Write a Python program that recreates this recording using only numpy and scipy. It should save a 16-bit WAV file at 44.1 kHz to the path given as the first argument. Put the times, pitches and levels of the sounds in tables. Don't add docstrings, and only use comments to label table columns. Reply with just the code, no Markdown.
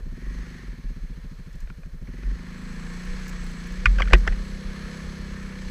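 import sys
import numpy as np
from scipy import signal
from scipy.fft import rfft, irfft
from scipy.io import wavfile
from scipy.ndimage import uniform_filter1d

SR = 44100
rng = np.random.default_rng(int(sys.argv[2]) if len(sys.argv) > 2 else 0)


def transcribe(signal):
    frames = np.atleast_2d(signal).T
    limited = np.clip(frames, -1, 1)
    pcm = np.round(limited * 32767).astype(np.int16)
    wavfile.write(sys.argv[1], SR, pcm)


def decibels_to_gain(level_db):
    exponent = np.asarray(level_db, float) / 20
    return 10 ** exponent


N = 251370


def track(table):
    return np.interp(np.arange(N) / SR, *np.array(table).T)


def unit(x):
    return x / np.sqrt(np.mean(x ** 2))


def steady(x, span_s):
    return x / np.sqrt(uniform_filter1d(x ** 2, int(span_s * SR)) + 1e-12)


def band(x, hz, width):
    return signal.lfilter(*signal.iirpeak(min(hz, .45 * SR), max(hz / width, .3), fs=SR), x)


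def ring(x, modes):
    return sum((-1) ** k * decibels_to_gain(db) * band(x, hz, width) for k, (hz, width, db) in enumerate(modes))


def walk(rate):
    hold = int(SR / rate)
    steps = np.repeat(rng.standard_normal(N // hold + 1), hold)
    return 1.3 * uniform_filter1d(uniform_filter1d(steps, hold), hold)[:N]


def add(out, s, sound):
    i = int(s * SR)
    out[i:i + len(sound)] += sound[:N - i]


# (time [s], firing rate [1/s])
REVS = [(0.0, 16.4), (0.08, 15.19), (0.17, 21.12), (0.35, 25.18), (0.57, 24.51), (0.78, 17.6),
        (0.99, 14.84), (1.43, 13.02), (2.01, 12.38), (2.14, 21.23), (2.37, 25.41), (3.16, 31.13),
        (3.56, 28.4), (3.86, 31.99), (4.23, 32.67), (4.62, 32.19), (5.0, 33.48), (5.7, 31.28)]
MAP_SPEEDS = (12.5, 17, 23, 28, 33)


def by_revs(values):
    return np.interp(track(REVS), MAP_SPEEDS, values)


def firings(turn, scatter_db):
    at = np.flatnonzero(np.diff(np.floor(turn)) > 0)
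    uneven = np.interp(track(REVS)[at], (13, 27), (2, 1))
    return at, decibels_to_gain(scatter_db * uneven * rng.standard_normal(N // 500)[:len(at)])


def pops(at, size, width_ms):
    out, t = np.zeros(N), np.arange(-600, 600) / SR
    for i, gain in zip(at[at > 600], size[at > 600]):
        u = t * 1000 / width_ms[i] * np.sqrt(gain)
        add(out, i / SR + t[0], -gain * u * np.exp(-u ** 2 / 2))
    return out


# (centre [Hz], width [Hz], level [dB])
PIPE_IDLE = [(156, 26, 2), (221.4, 41, -6.5)]
PIPE_PULL = [(152.8, 7.2, 0), (182.8, 23.7, -0.5)]
BARK = [(294, 35, -7.5), (356, 36, 3.5), (415, 59, -3), (500, 89, -4), (630, 130, -14)]
LOAD = (0.33, 0.75, 1, 1, 1)
HEAT = (.05, .1, .2, .9, .97)
# whole exhaust, then bark, pipe ring, header and roar relative to their parents (level [dB])
EXHAUST_DB = (-45, -43.5, -44.5, -38.5, -38)
BARK_DB = (-18, -16, -10, -18.5, -11.5)
RING_DB = (1, 1.5, 3, 9, 10)
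HEADER_DB = (-9.5, -3.5, -3, -10, -14)
ROAR_DB = (1, -6.5, -16, -4.5, -1.5)


def exhaust(turn, at, size):
    load, heat = np.clip([by_revs(LOAD), by_revs(HEAT)], 0, 1)
    pop = pops(at, size, 2.2 - 0.87 * load)
    echo = np.roll(band(pops(at, size, np.full(N, .7)), 172, 150), int(3 * SR / 1000))
    gas = np.exp(-(turn % 1) / 0.64) * rng.standard_normal(N)
    echo = unit(echo) + decibels_to_gain(-21) * unit(gas)
    cool_pipe = unit(ring(echo, PIPE_IDLE))
    hot_pipe = unit(band(ring(echo, PIPE_PULL), 182.3, 37))
    header = unit(band(band(echo, 237, 49), 226.0, 63))
    pipe = (1 - heat) * cool_pipe + heat * hot_pipe + decibels_to_gain(by_revs(HEADER_DB)) * header
    boom = steady(pop, .16) + decibels_to_gain(by_revs(RING_DB)) * steady(pipe, 0.193)
    boom = boom + decibels_to_gain(-15) * unit(band(band(rng.standard_normal(N), 170, 260), 170, 300))
    crack = band(ring(pops(at, size, np.full(N, .3)), BARK), 343, 290)
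    roar = band(ring(gas + 0.75 * rng.standard_normal(N), BARK[2:]), 586, 340)
    bark = np.sqrt(.65 + .2 * load) * steady(crack, .16) + decibels_to_gain(by_revs(ROAR_DB)) * unit(roar)
    climb = uniform_filter1d(np.maximum(np.gradient(track(REVS)) * SR, 0), SR // 6)
    surge_db_per_hz_s = 0.0389
    level = decibels_to_gain(by_revs(EXHAUST_DB) + surge_db_per_hz_s * climb)
    return level * (decibels_to_gain(0.5) * steady(boom, 0.099) + decibels_to_gain(by_revs(BARK_DB)) * steady(bark, 0.132))


# (time [s], peak level [dB], length [s])
SWELLS = [(0, -31.5, 0.48), (0.332, -31.5, .3), (0.708, -34, 0.13), (0.876, -32, 0.12), (1.037, -35, 0.6),
          (1.31, -37, 0.28), (1.616, -33, 0.24), (1.903, -40, 0.38), (2.08, -33, 0.29), (2.316, -25, 0.23),
          (2.694, -39, 0.14), (2.85, -40, 0.45), (3.134, -35.5, 0.35), (3.403, -34.5, 0.4),
          (3.787, -34.5, 0.53), (4.1, -32, 1), (4.54, -34, 0.082), (4.68, -34, 0.13), (4.828, -37, .14),
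          (5.067, -34, 0.1), (5.204, -38, .1), (5.383, -37.5, 0.46), (5.68, -37, .2)]


def rocking():
    t, smooth_trail_db = np.arange(N) / SR, -43
    power = decibels_to_gain(2 * smooth_trail_db)
    for s, db, length in SWELLS:
        power = power + decibels_to_gain(2 * db) * np.cos(np.pi * np.clip((t - s) / length, -.5, .5)) ** 2
    return np.sqrt(power)


# (centre [Hz], width [Hz], level [dB])
MOUNT = [(27.3, 15.6, -1), (46.6, 7, 2), (66.4, 5.3, -7)]
PISTON_DB = (3.5, 3, 15, -8.5, 0.5)


def mount(turn):
    once, twice, thrice = (ring(np.sin(2 * np.pi * k * turn + lag), MOUNT)
                           for k, lag in ((1, 0.65), (2, 0.88), (3, 2.3)))
    engine = decibels_to_gain(-4.0) * once + decibels_to_gain(by_revs(PISTON_DB)) * twice + decibels_to_gain(-10.5) * thrice
    trail = ring(band(band(rng.standard_normal(N), 38.5, 46), 38.7, 56), MOUNT)
    return rocking() * (steady(engine, 0.13) + decibels_to_gain(-2.0) * steady(trail, 0.11))


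# (centre [Hz], width [Hz], level [dB])
CASE = [(488, 6.9, 8), (1086, 15, -1.5), (1733, 320, 0.5), (2200, 380, -5), (3030, 53, -8), (3400, 36, -7),
        (4257, 670, -8), (5025, 120, -10), (6500, 22, -27), (6660, 93, -15.5), (7780, 130, -15.5),
        (10030, 1700, -22.5)]
# (frequency [Hz], density [dB per Hz])
CASE_FLOOR = [(360, -41), (620, -6.5), (749, -3.5), (823, -2), (1730, 2), (2800, -4), (4250, -11.5),
              (6550, -8), (7100, -22), (7900, -21), (8800, -28), (10300, -25.5), (15500, -34)]


def case_colour(x):
    hz = np.maximum(np.fft.rfftfreq(N, 1 / SR), 1)
    floor_hz, floor_db = np.array(CASE_FLOOR).T
    power = decibels_to_gain(2 * (np.interp(np.log(hz), np.log(floor_hz), floor_db, -60, -60) - 6.0))
    for centre, width, db in CASE:
        power = power + decibels_to_gain(2 * db) / (1 + (2 * (hz - centre) / width) ** 2) ** 2
    return irfft(rfft(x) * np.sqrt(power), N)


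CLATTER_DB = (-59, -55.5, -52, -47.5, -46.5)
TREBLE_DB = (-7, -7.5, -8, -8, -6.5)


def clatter(turn):
    ticks = rng.standard_normal(N) * decibels_to_gain(0.73 * rng.exponential(size=N // 64 + 1).repeat(64)[:N])
    beat = decibels_to_gain(1.0 * np.cos(4 * np.pi * turn) + 0.92 * np.cos(2 * np.pi * turn + 0.22))
    sound = case_colour(beat * (rng.standard_normal(N) + decibels_to_gain(-12.5) * unit(ticks)))
    treble_db = by_revs(TREBLE_DB) + 7.0
    edges_hz = (300, 900, 1500, 3000, 5000, 7100, 9000, 16000)
    out = 0
    for lo_hz, hi_hz in zip(edges_hz[:-1], edges_hz[1:]):
        part = signal.sosfiltfilt(signal.butter(2, (lo_hz, hi_hz), "band", fs=SR, output="sos"), sound)
        flicker_db = 0.47 * walk(45) + 0.73 * walk(7)
        out = out + part * decibels_to_gain(flicker_db + treble_db * (lo_hz >= 3000))
    return unit(out) * decibels_to_gain(by_revs(CLATTER_DB) + 0.5)


BELT_DB = (-73, -77, -74, -56.5, -60.5)


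def belt():
    hiss = band(band(rng.standard_normal(N), 7500, 350), 8120, 450)
    return unit(hiss) * decibels_to_gain(by_revs(BELT_DB) - 7.5 + 1.6 * walk(40))


CLUTCH_DB = (-75, -68, -47, -55.5, -69)


def clutch(turn):
    whine = band(band(rng.standard_normal(N), 1820, 110), 1990, 160)
    return unit(whine) * decibels_to_gain(by_revs(CLUTCH_DB) - 6.5 + 2.2 * np.cos(2 * np.pi * turn + 0.19))


# (time [s], level [dB])
FACING = [(0, -1.5), (.5, 0), (1, 0), (1.6, 1.5), (1.8, -1.5), (2.6, -0.5), (3, 2), (3.4, 2), (3.8, 0.5),
          (4.6, -0.5), (4.95, 1.5), (5.3, -1), (5.7, 0.5)]


def head_turns():
    return decibels_to_gain(track(FACING))


HUM_ORDERS = (8, 12, 16)
HUM = (0, -7, 1)
HUM_DB = (-75, -67, -75, -59.5, -64.5)


def hum(turn):
    tones = sum(decibels_to_gain(db + 1.0 * walk(6)) * np.sin(2 * np.pi * k * turn) for k, db in zip(HUM_ORDERS, HUM))
    return decibels_to_gain(by_revs(HUM_DB)) * tones


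# (time [s], peak level [dB], pitch [Hz])
LEAVES = [(1.5274, -52, 6360), (1.5539, -53, 6690), (1.602, -47, 6100), (3.0494, -46, 7790),
          (3.279, -35.5, 5950), (3.2914, -38, 6760), (3.4094, -54, 6560), (3.4386, -46, 7860),
          (3.4644, -46, 7860), (3.5129, -48, 7820), (3.6694, -46, 7700), (3.7207, -43, 6390),
          (4.1814, -41, 5740)]


def leaves():
    out, t = np.zeros(N), np.arange(SR // 50) / SR
    for (s, db, hz), grit in zip(LEAVES, rng.standard_normal((len(LEAVES), len(t)))):
        tick = grit * np.minimum(t / 0.0025, 1) * np.exp(-t / 0.0043)
        tick = band(band(tick, hz, 3000), hz, 4000) + decibels_to_gain(-7.0) * band(band(tick, 14200, 3000), 12700, 4000)
        add(out, s, decibels_to_gain(db) * tick / np.abs(tick).max())
    return out


def misfire():
    at_s, dip_db, length_s = 1.63, -5, 0.057
    return decibels_to_gain(dip_db * np.exp(-((np.arange(N) / SR - at_s) * 2 / length_s) ** 4))


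# (frequency [Hz], level [dB], t60 [s])
SHELL = [(1197, -3, 0.032), (1460, 6.5, 0.016), (1812, -10, 0.04), (2450, 2, 0.023), (2614, 1.5, 0.0097)]
# (time [s], peak level [dB], rasp [Hz], low body level [dB], length [ms])
SCRAPES = [(1.6733, -46, 1500, -6, 4.1), (1.7001, -38, 1240, -21, 3.3), (1.8331, -48, 1740, -1, 2.2),
           (2.0728, -41, 2180, -11, 6), (2.2328, -48.5, 1440, 1, 1.5), (3.8571, -9.5, 2240, -42, 5.85),
           (3.9849, -20.5, 1610, -13, 7.4), (3.998, -20, 1060, -13, 6.1), (4.0034, -14, 1050, -6.5, 4.36),
           (4.0205, -19, 3020, -22, 2.8), (4.02, -12.5, 2200, -28, 3.1), (4.027, -25, 1480, -13, 4.1),
           (4.075, -26.5, 1460, -28, 4.5), (4.083, -30, 2100, -26, 2), (4.1016, -32, 1800, -18, 8),
           (4.1096, -25.5, 1900, -3.5, 2.84), (4.1244, -23, 1930, -0.5, 12),
           (4.134, -0.5, 2620, -9.5, 3.125), (4.143, -11.5, 1920, -11, 6), (4.1335, -5, 1060, -12, 2),
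           (4.2516, -35, 1150, -15, 6.5), (4.2677, -27.5, 1220, -5.5, 5.8), (4.2761, -12, 1800, -12, 4.05),
           (4.3224, -30.5, 1880, -9, 5.7)]
# (time [s], peak level [dB])
TAPS = [(1.6733, -50), (1.7008, -41), (1.832, -43), (2.234, -39.5), (3.8573, -1.5), (3.999, -29),
        (4.0045, -18.5), (4.018, -34), (4.0547, -34), (4.1242, -31), (4.132, -5.5), (4.141, -33),
        (4.1501, -23), (4.3224, -37)]


def knocks():
    out, t = np.zeros(N), np.arange(SR // 16) / SR
    shell = sum(decibels_to_gain(db) * np.sin(2 * np.pi * hz * t) * 1000 ** (-t / t60) for hz, db, t60 in SHELL)
    shell = shell * np.sin(np.minimum(t / 0.0016, 1) * np.pi / 2) ** 2
    thin = signal.butter(6, 1000, "high", fs=SR, output="sos")
    shell = signal.sosfilt(thin, shell)
    shell = shell / np.abs(shell).max()
    wall = signal.butter(3, (1000, 3200), "band", fs=SR, output="sos")
    for (s, db, hz, low_db, scrape_ms), grit in zip(SCRAPES, rng.standard_normal((len(SCRAPES), len(t)))):
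        rise_s = .0004 * scrape_ms
        rasp = grit * np.minimum(t / rise_s, 1) ** 2 * np.exp(-t * 1000 / scrape_ms)
        tone = band(band(band(rasp, hz, 590), hz, 680), hz, 770)
        tone = tone + decibels_to_gain(-12.5) * signal.sosfilt(thin, signal.sosfilt(wall, rasp))
        body = band(band(band(rasp, 600, 370), 486, 560), 500, 720)
        fizz = band(band(band(rasp * np.exp(-t / 0.0055), 4340, 2400), 4300, 2800), 3700, 3500)
        tone, body, fizz = (part / np.abs(part).max() for part in (tone, body, fizz))
        add(out, s - rise_s, decibels_to_gain(db) * (tone + decibels_to_gain(low_db) * body + decibels_to_gain(-16) * fizz))
    for s, db in TAPS:
        add(out, s, decibels_to_gain(db) * shell)
    return out


# (time [s], peak level [dB], pitch [Hz], rise [ms], t60 [s])
PUSHES = [
    (3.1, -23, 20.9, 8, 0.36),
    (3.857, -7, 43.8, 19, 0.91),
    (3.857, -6, 89, 5.9, 0.044),
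    (4.133, -16.5, 176.4, 3.5, 0.13),
    (4.135, -12, 353, 3.5, 0.078),
    (4.29, -3.5, 31.2, 14, 0.15),
]
# (time [s], peak level [dB], pitch [Hz], rise [ms], t60 [s])
PULLS = [
    (3.989, -19.5, 45, 6.6, 0.66),
    (4.128, 10.5, 44, 17.6, 0.12),
    (4.151, -7, 42.8, 76, 0.84),
]


def wobbles():
    out, t = np.zeros(N), np.arange(SR // 2) / SR
    for sign, table in ((1, PUSHES), (-1, PULLS)):
        for s, db, hz, rise_ms, t60 in table:
            swing = (1 - np.exp(-t * 1000 / rise_ms)) * 1000 ** (-t / t60) * np.cos(np.pi * t)
            add(out, s, sign * decibels_to_gain(db) * swing * np.sin(2 * np.pi * hz * t))
    return out


def scene():
    turn = 0.021 + np.cumsum(track(REVS)) / SR
    at, size = firings(turn, scatter_db=1.52)
    tail = misfire() * exhaust(turn, at, size)
    gear = head_turns() * (clatter(turn) + belt() + clutch(turn))
    branch = knocks() + wobbles() + leaves()
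    return (tail + mount(turn) + gear + hum(turn) + branch)[None]


def roll_off(x):
    return signal.sosfilt(signal.butter(12, 16510, fs=SR, output="sos"), x)


def record(dry):
    hiss_db = -70
    wet = dry + decibels_to_gain(hiss_db) * rng.standard_normal(dry.shape)
    wet = wet / (1 + np.abs(wet / .96) ** 6) ** (1 / 6)
    wet = signal.sosfilt(signal.ellip(8, .2, 30, 15200, fs=SR, output="sos"), wet)
    return roll_off(wet)


dry = scene()
out = record(dry)
transcribe(out)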